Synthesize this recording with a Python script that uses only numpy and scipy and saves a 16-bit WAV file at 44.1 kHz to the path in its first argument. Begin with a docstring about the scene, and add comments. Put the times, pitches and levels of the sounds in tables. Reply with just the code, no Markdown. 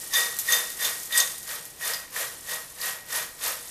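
"""In a kitchen, popcorn is tossed eleven times in a large glass bowl, about three tosses a second.
Each heap lands with a crisp rustle and a hollow patter, both made of filtered random clicks.
The landings set the glass ringing as damped tones; between them, grainy hiss slides on the wall.
Hard kernels clink and single pieces tick, mostly in the first four, stronger tosses.
Decaying noise gives the room's reflections, and steady coloured noise its quiet hush."""
import sys
import numpy as np
from scipy import signal
from scipy.fft import rfft, irfft, next_fast_len
from scipy.io import wavfile
from scipy.ndimage import uniform_filter1d

SR = 44100
rng = np.random.default_rng(int(sys.argv[2]) if len(sys.argv) > 2 else 0)


def transcribe(u):
    """Save the signal u as a 16-bit wav file named by the first command-line argument.

    u: samples, shape (n,) or (channels, n), limited to [-1, 1]; the rate is SR.
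    q: integer samples, one column per channel.
    """
    v = np.clip(np.atleast_2d(u).T, -1, 1)
    q = np.round(v * 32767).astype(np.int16)
    wavfile.write(sys.argv[1], SR, q)


N = 163170
TIME = np.arange(N) / SR   # [s]

# All table levels are relative: each layer is trimmed again in the mix.
# Landings of the heap: (time of the height [s], rise [s], fall [s], crackle [dB], patter [dB],
# low glass ring [dB], upper glass ring [dB]); the layers also scale rise and fall
LANDINGS = [ (0.179, 0.031, 0.069, -19, -32.5, -25.5, -27), (.540, 0.044, 0.058, -18.5, -32, -26.5, -26.5),
            (0.856, 0.042, 0.057, -21.5, -35, -31.5, -30.5), (1.188, 0.042, 0.045, -19.5, -33, -25, -27.5),
            (1.518, 0.038, 0.059, -28, -40, -41.5, -47.5), (1.88, 0.043, 0.069, -23, -34.5, -33, -37),
            (2.205, 0.045, 0.052, -24.5, -34, -37.5, -45.5), (2.530, 0.042, 0.051, -26.5, -37, -34, -42.5),
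            (2.869, 0.049, 0.056, -24.5, -35.5, -32.5, -49.5),
            (3.169, 0.048, 0.054, -23.5, -34.5, -32.5, -39), (3.472, 0.04, 0.053, -22, -32.5, -39, -37.5)]
# Sliding on the wall, a level curve: (time [s], level [dB])
SLIDE_CURVE = [(0, -34), (.1, -37), (.25, -36.5), (.36, -37), (.65, -35.5), (.76, -37.5), (1.0, -35.5),
               (1.1, -41), (1.3, -33.5), (1.45, -43), (1.63, -43), (1.78, -47.5), (2.08, -60), (2.2, -40),
               (2.37, -42), (2.7, -43.5), (3.05, -55), (3.35, -46.5), (3.7, -39)]
# Kernels striking the glass; the place they hit decides which modes answer:
# (time [s], clatter [dB], clatter fall [s], ring [dB], favoured pitch [Hz])
CLINKS = [(.1355, -25, 0.015, -22, 6200), (.138, -30, .010, -21.5, 1820), (.139, -33, .010, -14, 3740),
          (.158, -34, 0.0075, -12, 3560), (0.486, -52, .010, -17, 1860), (0.5229, -18.5, 0.0084, -10, 6460),
          (.526, -32, 0.0098, -9.5, 3700), (.822, -47, .008, -22, 1860), (.8465, -26, 0.011, -20.5, 6650),
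          (.849, -31, 0.014, -17, 3670), (1.1075, -50.5, .010, -28.5, 1830),
          (1.1235, -28, 0.016, -18, 3630), (1.150, -38, 0.012, -19, 1840), (1.1755, -16, .011, -22, 8530),
          (1.2010, -18.5, 0.009, -17, 6540), (1.2025, -25.5, 0.011, -15.5, 3680),
          (1.812, -38.5, .012, -27.5, 1850), (1.9350, -28, 0.01, -18.5, 5100),
          (2.161, -33, 0.014, -32.5, 1820), (2.268, -45, .008, -32, 1810), (2.493, -44.5, .008, -40, 1820),
          (2.8135, -29.5, .006, -31, 4740), (3.158, -30, 0.013, -33, 10600)]
# Single pieces ticking on the wall: (time [s], level of the snap [dB])
TICKS = [(.3675, -10), (0.3881, 3.5), (0.466, -11), (0.703, -9.5), (.7920, -19.5), (1.0005, -17.5),
         (1.033, -11), (1.0575, -12), (1.382, -18), (1.4303, -14.5), (1.654, -13.5)]
# Low modes of the bowl, damped by the hands: (frequency [Hz], level [dB], time to fall 60 dB [s])
LOW_MODES = [(1124, -14, .2), (1765, -9, .1), (1835, -7, .1), (1874, -2, .16), (1897, 0, .24)]
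# Upper modes of the bowl, damped likewise: (frequency [Hz], level [dB], time to fall 60 dB [s])
UPPER_MODES = [(3490, -15, .1), (3555, -9, .11), (3602, -1, .25), (3648, -6, .19), (4868, -7, .18),
               (6084, -11, .14), (6271, -11, .13), (6611, -8, .14), (7900, -13, .1), (8846, -13, .12),
               (9275, -12, .12), (9780, -13, .1), (12721, -12, .13)]
# Spectrum of dry shells on each other: (frequency [Hz], density [dB per Hz])
CRACKLE_SPECTRUM = [(900, -16), (1500, -2), (2600, -3.5), (4200, -1.5), (6300, -0.5), (9500, -0.5),
                    (12000, 1), (14500, -1.5)]
# Spectrum of the soft heap in the hollow bowl: (frequency [Hz], density [dB per Hz])
PATTER_SPECTRUM = [(150, -22), (260, -19), (360, -12), (480, 1.5), (600, 1.5), (800, -3.5), (1130, 3.5),
                   (1400, -1), (1750, 1), (2600, -5), (5000, -13.5)]
# Spectrum of pieces skidding on the wall: (frequency [Hz], density [dB per Hz])
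SLIDE_SPECTRUM = [(400, -9), (1100, -9.5), (2500, -11), (4500, -6.5), (7000, -3), (9500, -1), (14000, -5.5)]
# Spectrum of hard clatter and ticks: (frequency [Hz], density [dB per Hz])
CRACK_SPECTRUM = [(1500, -16), (3000, -10), (4500, -6), (6500, 0.5), (9000, -1), (14000, 3.5)]
# Spectrum of the quiet room: (frequency [Hz], density [dB per Hz])
HUSH_SPECTRUM = [(25, -0.5), (60, -0.5), (100, -2), (150, 1.5), (220, -5), (500, -4), (1200, -9),
                 (4000, -14.5), (14000, -19)]

TOP_ROUNDING = 0.3   # share of the fall time over which a landing stays near its height
PATTER_LAG_S = 0.014   # the bulk of the heap follows its first pieces
LOW_RING_LEAD_S, UPPER_RING_LEAD_S = 0.028, 0.023   # the first pieces meet bare glass
CLUMPS_PER_S, CLUMP_SHARED = 64, 0.3   # unevenness of the clicks, and the part all bands share
SNAPS_PER_S, SNAPS_DB, SNAP_FALL_S = 70, -13, 0.0022   # sparse, brittle snaps in each band
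KERNEL_Q, KERNEL_DB = 8.9, 1.5   # a kernel's own click around the favoured pitch
FAVOUR_OCTAVES, OTHER_MODES_DB = 0.27, -28   # spread of the modes one strike excites; floor for the rest
SLIDE_DB, HUSH_DB = -1, -51.5
ROOM_T60_S, ROOM_DB, ROOM_FIRST_S = 0.47, -9, 0.0035   # decay, level, first reflection
CUTOFF_HZ = 14300
PEAK_LIMIT = 0.68   # full scale is 1


def rustle():
    """Dry shells crackle on each other while the soft heap patters into the hollow of the bowl."""
    crisp_level = landing_level("crackle")
    soft_level = landing_level("patter", shift_s=PATTER_LAG_S, rise=1.1)
    crackle = colour(clumps(crisp_level, per_s=12000, spread_db=-0.5, clump_db=2.05), CRACKLE_SPECTRUM)
    patter = colour(grains(soft_level, per_s=9000, spread_db=0.77), PATTER_SPECTRUM)
    return from_db(-4.5) * crackle + from_db(0.5) * patter


def landing_level(layer, shift_s=0, rise=1, fall=1):
    """Each landing swells like a bell curve, rounds off and dies away at its level for this layer."""
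    column = ["crackle", "patter", "low ring", "upper ring"].index(layer)
    power = 0
    for at, rise_s, fall_s, *levels in LANDINGS:
        t = TIME - at - shift_s
        swell = 0.5 * (np.minimum(t, 0) / (rise_s * rise)) ** 2
        settle = np.hypot(np.maximum(t, 0) / (fall_s * fall), TOP_ROUNDING) - TOP_ROUNDING
        envelope = from_db(levels[column]) * np.exp(-swell - settle)
        power = power + envelope ** 2
    return np.sqrt(power)


def bowl():
    """The glass answers the front of each landing; its low modes sing faintly under the slide."""
    sliding = from_db(np.interp(TIME, *np.transpose(SLIDE_CURVE)))
    low = landing_level("low ring", shift_s=-LOW_RING_LEAD_S, rise=0.55, fall=1.23)
    upper = landing_level("upper ring", shift_s=-UPPER_RING_LEAD_S, rise=0.55, fall=1.2)
    low_with_slide = np.hypot(low, from_db(-14.5) * sliding)
    return (from_db(-4) * glass(low_with_slide, LOW_MODES, even_s=0.031)
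            + from_db(-2.5) * glass(upper, UPPER_MODES, even_s=0.013))


def glass(level, modes, even_s):
    """Many light contacts keep the bowl's modes ringing, evened out to follow the given level."""
    taps = grains(level, per_s=4000, spread_db=6.0)
    sound = 0
    for k, (hz, db, t60) in enumerate(modes):
        sound = sound + (-1) ** k * from_db(db) * ring(taps, hz, t60)   # alternating polarity
    window = int(even_s * SR)
    power = np.maximum(uniform_filter1d(sound ** 2, window), 0)
    wanted = np.maximum(uniform_filter1d(level ** 2, window), 0)
    return sound * np.sqrt(wanted / (power + 1e-12))


def clinks():
    """Hard kernels clatter brightly at a pitch of their own and strike the modes of the bowl."""
    cracks = pitched = 0
    for at, db, fall_s, _, hz in CLINKS:
        clatter = from_db(db) * noise_burst(at, fall_s)
        cracks = cracks + clatter
        own = signal.lfilter(*signal.iirpeak(hz, KERNEL_Q, fs=SR), clatter + 1e-18)
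        make_up = np.sqrt(SR * KERNEL_Q / (np.pi * hz))   # offsets the loss in the narrow band
        pitched = pitched + from_db(KERNEL_DB) * make_up * own
    out = pitched + from_db(1) * colour(cracks, CRACK_SPECTRUM)

    at, _, _, ring_db, favoured = np.transpose(CLINKS)
    for hz, db, t60 in LOW_MODES + UPPER_MODES:
        octaves_off = np.log2(hz / favoured)
        near = np.exp(-0.5 * (octaves_off / FAVOUR_OCTAVES) ** 2)
        near = np.maximum(near, from_db(OTHER_MODES_DB))
        moments = at + rng.random(len(at)) / hz   # random phase, within one cycle
        strikes = np.zeros(N)
        strikes[(moments * SR).astype(int)] = from_db(ring_db + db - 8) * near
        out += ring(strikes, hz, t60)
    return out


def ticks(tail_db=-24, tail_s=0.02):
    """Each piece gives one sharp snap, with a brief scatter inside the bowl."""
    out = np.zeros(N)
    for at, db in TICKS:
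        out[int(at * SR)] += from_db(db)
        out += from_db(db + tail_db) * noise_burst(at, tail_s)
    return colour(out, CRACK_SPECTRUM)


def slide():
    """Loose pieces and crumbs skid along the wall with a thin, grainy hiss."""
    level = from_db(np.interp(TIME, *np.transpose(SLIDE_CURVE)) + SLIDE_DB)
    return colour(clumps(level, per_s=7900, spread_db=1.0, clump_db=2.5), SLIDE_SPECTRUM)


def kitchen(x):
    """Dense reflections from the hob, the tiles and the cupboards, as decaying noise."""
    t = TIME[:SR // 2]
    echoes = rng.standard_normal(len(t)) * from_db(-60 * t / ROOM_T60_S) * (t > ROOM_FIRST_S)
    return from_db(ROOM_DB) * signal.fftconvolve(x, echoes / np.linalg.norm(echoes))[:N]


def hush():
    """The quiet room is steady noise, strongest in the lows."""
    return from_db(HUSH_DB) * colour(rng.standard_normal(N), HUSH_SPECTRUM)


def clumps(level, per_s, spread_db, clump_db):
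    """Pieces of different sizes each click in their own band, and arrive in small clumps."""
    edges_hz = [100, 1400, 2800, 5000, 7800, 11000, 16000]
    together, out = flutter(CLUMPS_PER_S), 0
    for band in zip(edges_hz, edges_hz[1:]):
        uneven = from_db(clump_db * (CLUMP_SHARED * together + flutter(CLUMPS_PER_S)))
        clicks = rms_one(uneven) * (grains(level, per_s, spread_db) + snaps(level))
        band_filter = signal.butter(2, band, "band", fs=SR, output="sos")
        out = out + signal.sosfilt(band_filter, clicks)
    return out


def grains(level, per_s, spread_db):
    """Random contacts of uneven size whose rms follows the level; they crowd as it rises."""
    chance = np.clip(per_s / SR * level / level.max(), 1e-4, 1)
    size_db = spread_db * np.minimum(rng.exponential(1, N), 4)
    sizes = rms_one(from_db(size_db) * rng.choice([-1, 1], N))
    hits = rng.random(N) < chance
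    return level * sizes * hits / np.sqrt(chance)


def snaps(level):
    """Now and then a shell breaks or bounces: a noise burst of a few milliseconds."""
    keep = np.exp(-2 / (SNAP_FALL_S * SR))   # power falls twice as fast as amplitude
    events = grains(np.ones(N), per_s=SNAPS_PER_S, spread_db=1.0)
    power = signal.lfilter([1 - keep], [1, -keep], events ** 2 + 1e-18)
    return from_db(SNAPS_DB) * level * np.sqrt(power) * rng.standard_normal(N)


def flutter(rate):
    """Slow random unevenness with about the given number of swings a second, at unit rms."""
    r = np.exp(-2 * np.pi * rate / SR)
    slow = signal.lfilter([1], [1, -2 * r, r * r], rng.standard_normal(N + SR // 4))[-N:]
    return rms_one(slow - uniform_filter1d(slow, int(2 * SR / rate)))


def noise_burst(at, fall_s):
    """Noise starts at once and dies away exponentially."""
    return (TIME >= at) * np.exp(-np.abs(TIME - at) / fall_s) * rng.standard_normal(N)


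def ring(x, hz, t60):
    """A two-pole resonator: a unit click sets a damped tone of height about 1 ringing."""
    r = from_db(-60 / (t60 * SR))
    w = 2 * np.pi * hz / SR
    return signal.lfilter([1, -1], [1, -2 * r * np.cos(w), r * r], x + 1e-18)


def colour(x, spectrum):
    """Causal (minimum-phase) filter with the given spectrum; about keeps the power of white noise."""
    hz, db = np.transpose(spectrum)
    size = 2 * next_fast_len(N)
    f = np.maximum(np.arange(size // 2 + 1) * SR / size, 1)
    gain = from_db(np.interp(np.log(f), np.log(hz), db))
    gain /= np.hypot(1, (0.5 * hz[0] / f) ** 2)   # roll off below the first point
    gain /= np.sqrt(np.mean(gain[f < CUTOFF_HZ] ** 2))
    # folding the cepstrum forward in time gives the minimum phase
    cepstrum = irfft(np.log(gain))
    cepstrum[1:size // 2] *= 2
    cepstrum[size // 2 + 1:] = 0
    return irfft(rfft(x, size) * np.exp(rfft(cepstrum)))[:N]


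def from_db(db):
    """Decibels to gain."""
    return 10 ** (np.asarray(db) / 20)


def rms_one(x):
    """Scale to unit rms."""
    return x / np.sqrt(np.mean(x ** 2) + 1e-20)


def scene():
    """The popcorn and the ringing bowl in the kitchen, over the quiet hush of the room."""
    near = rustle() + bowl() + clinks() + ticks() + slide()
    return (near + kitchen(near) + hush())[None]


def record(dry):
    """The very highest peaks are rounded off and the top is cut steeply."""
    rounded = dry / (1 + (dry / PEAK_LIMIT) ** 4) ** 0.25
    top_cut = signal.ellip(12, 0.2, 80, CUTOFF_HZ, fs=SR, output="sos")
    return signal.sosfilt(top_cut, rounded)


dry = scene()
out = record(dry)
transcribe(out)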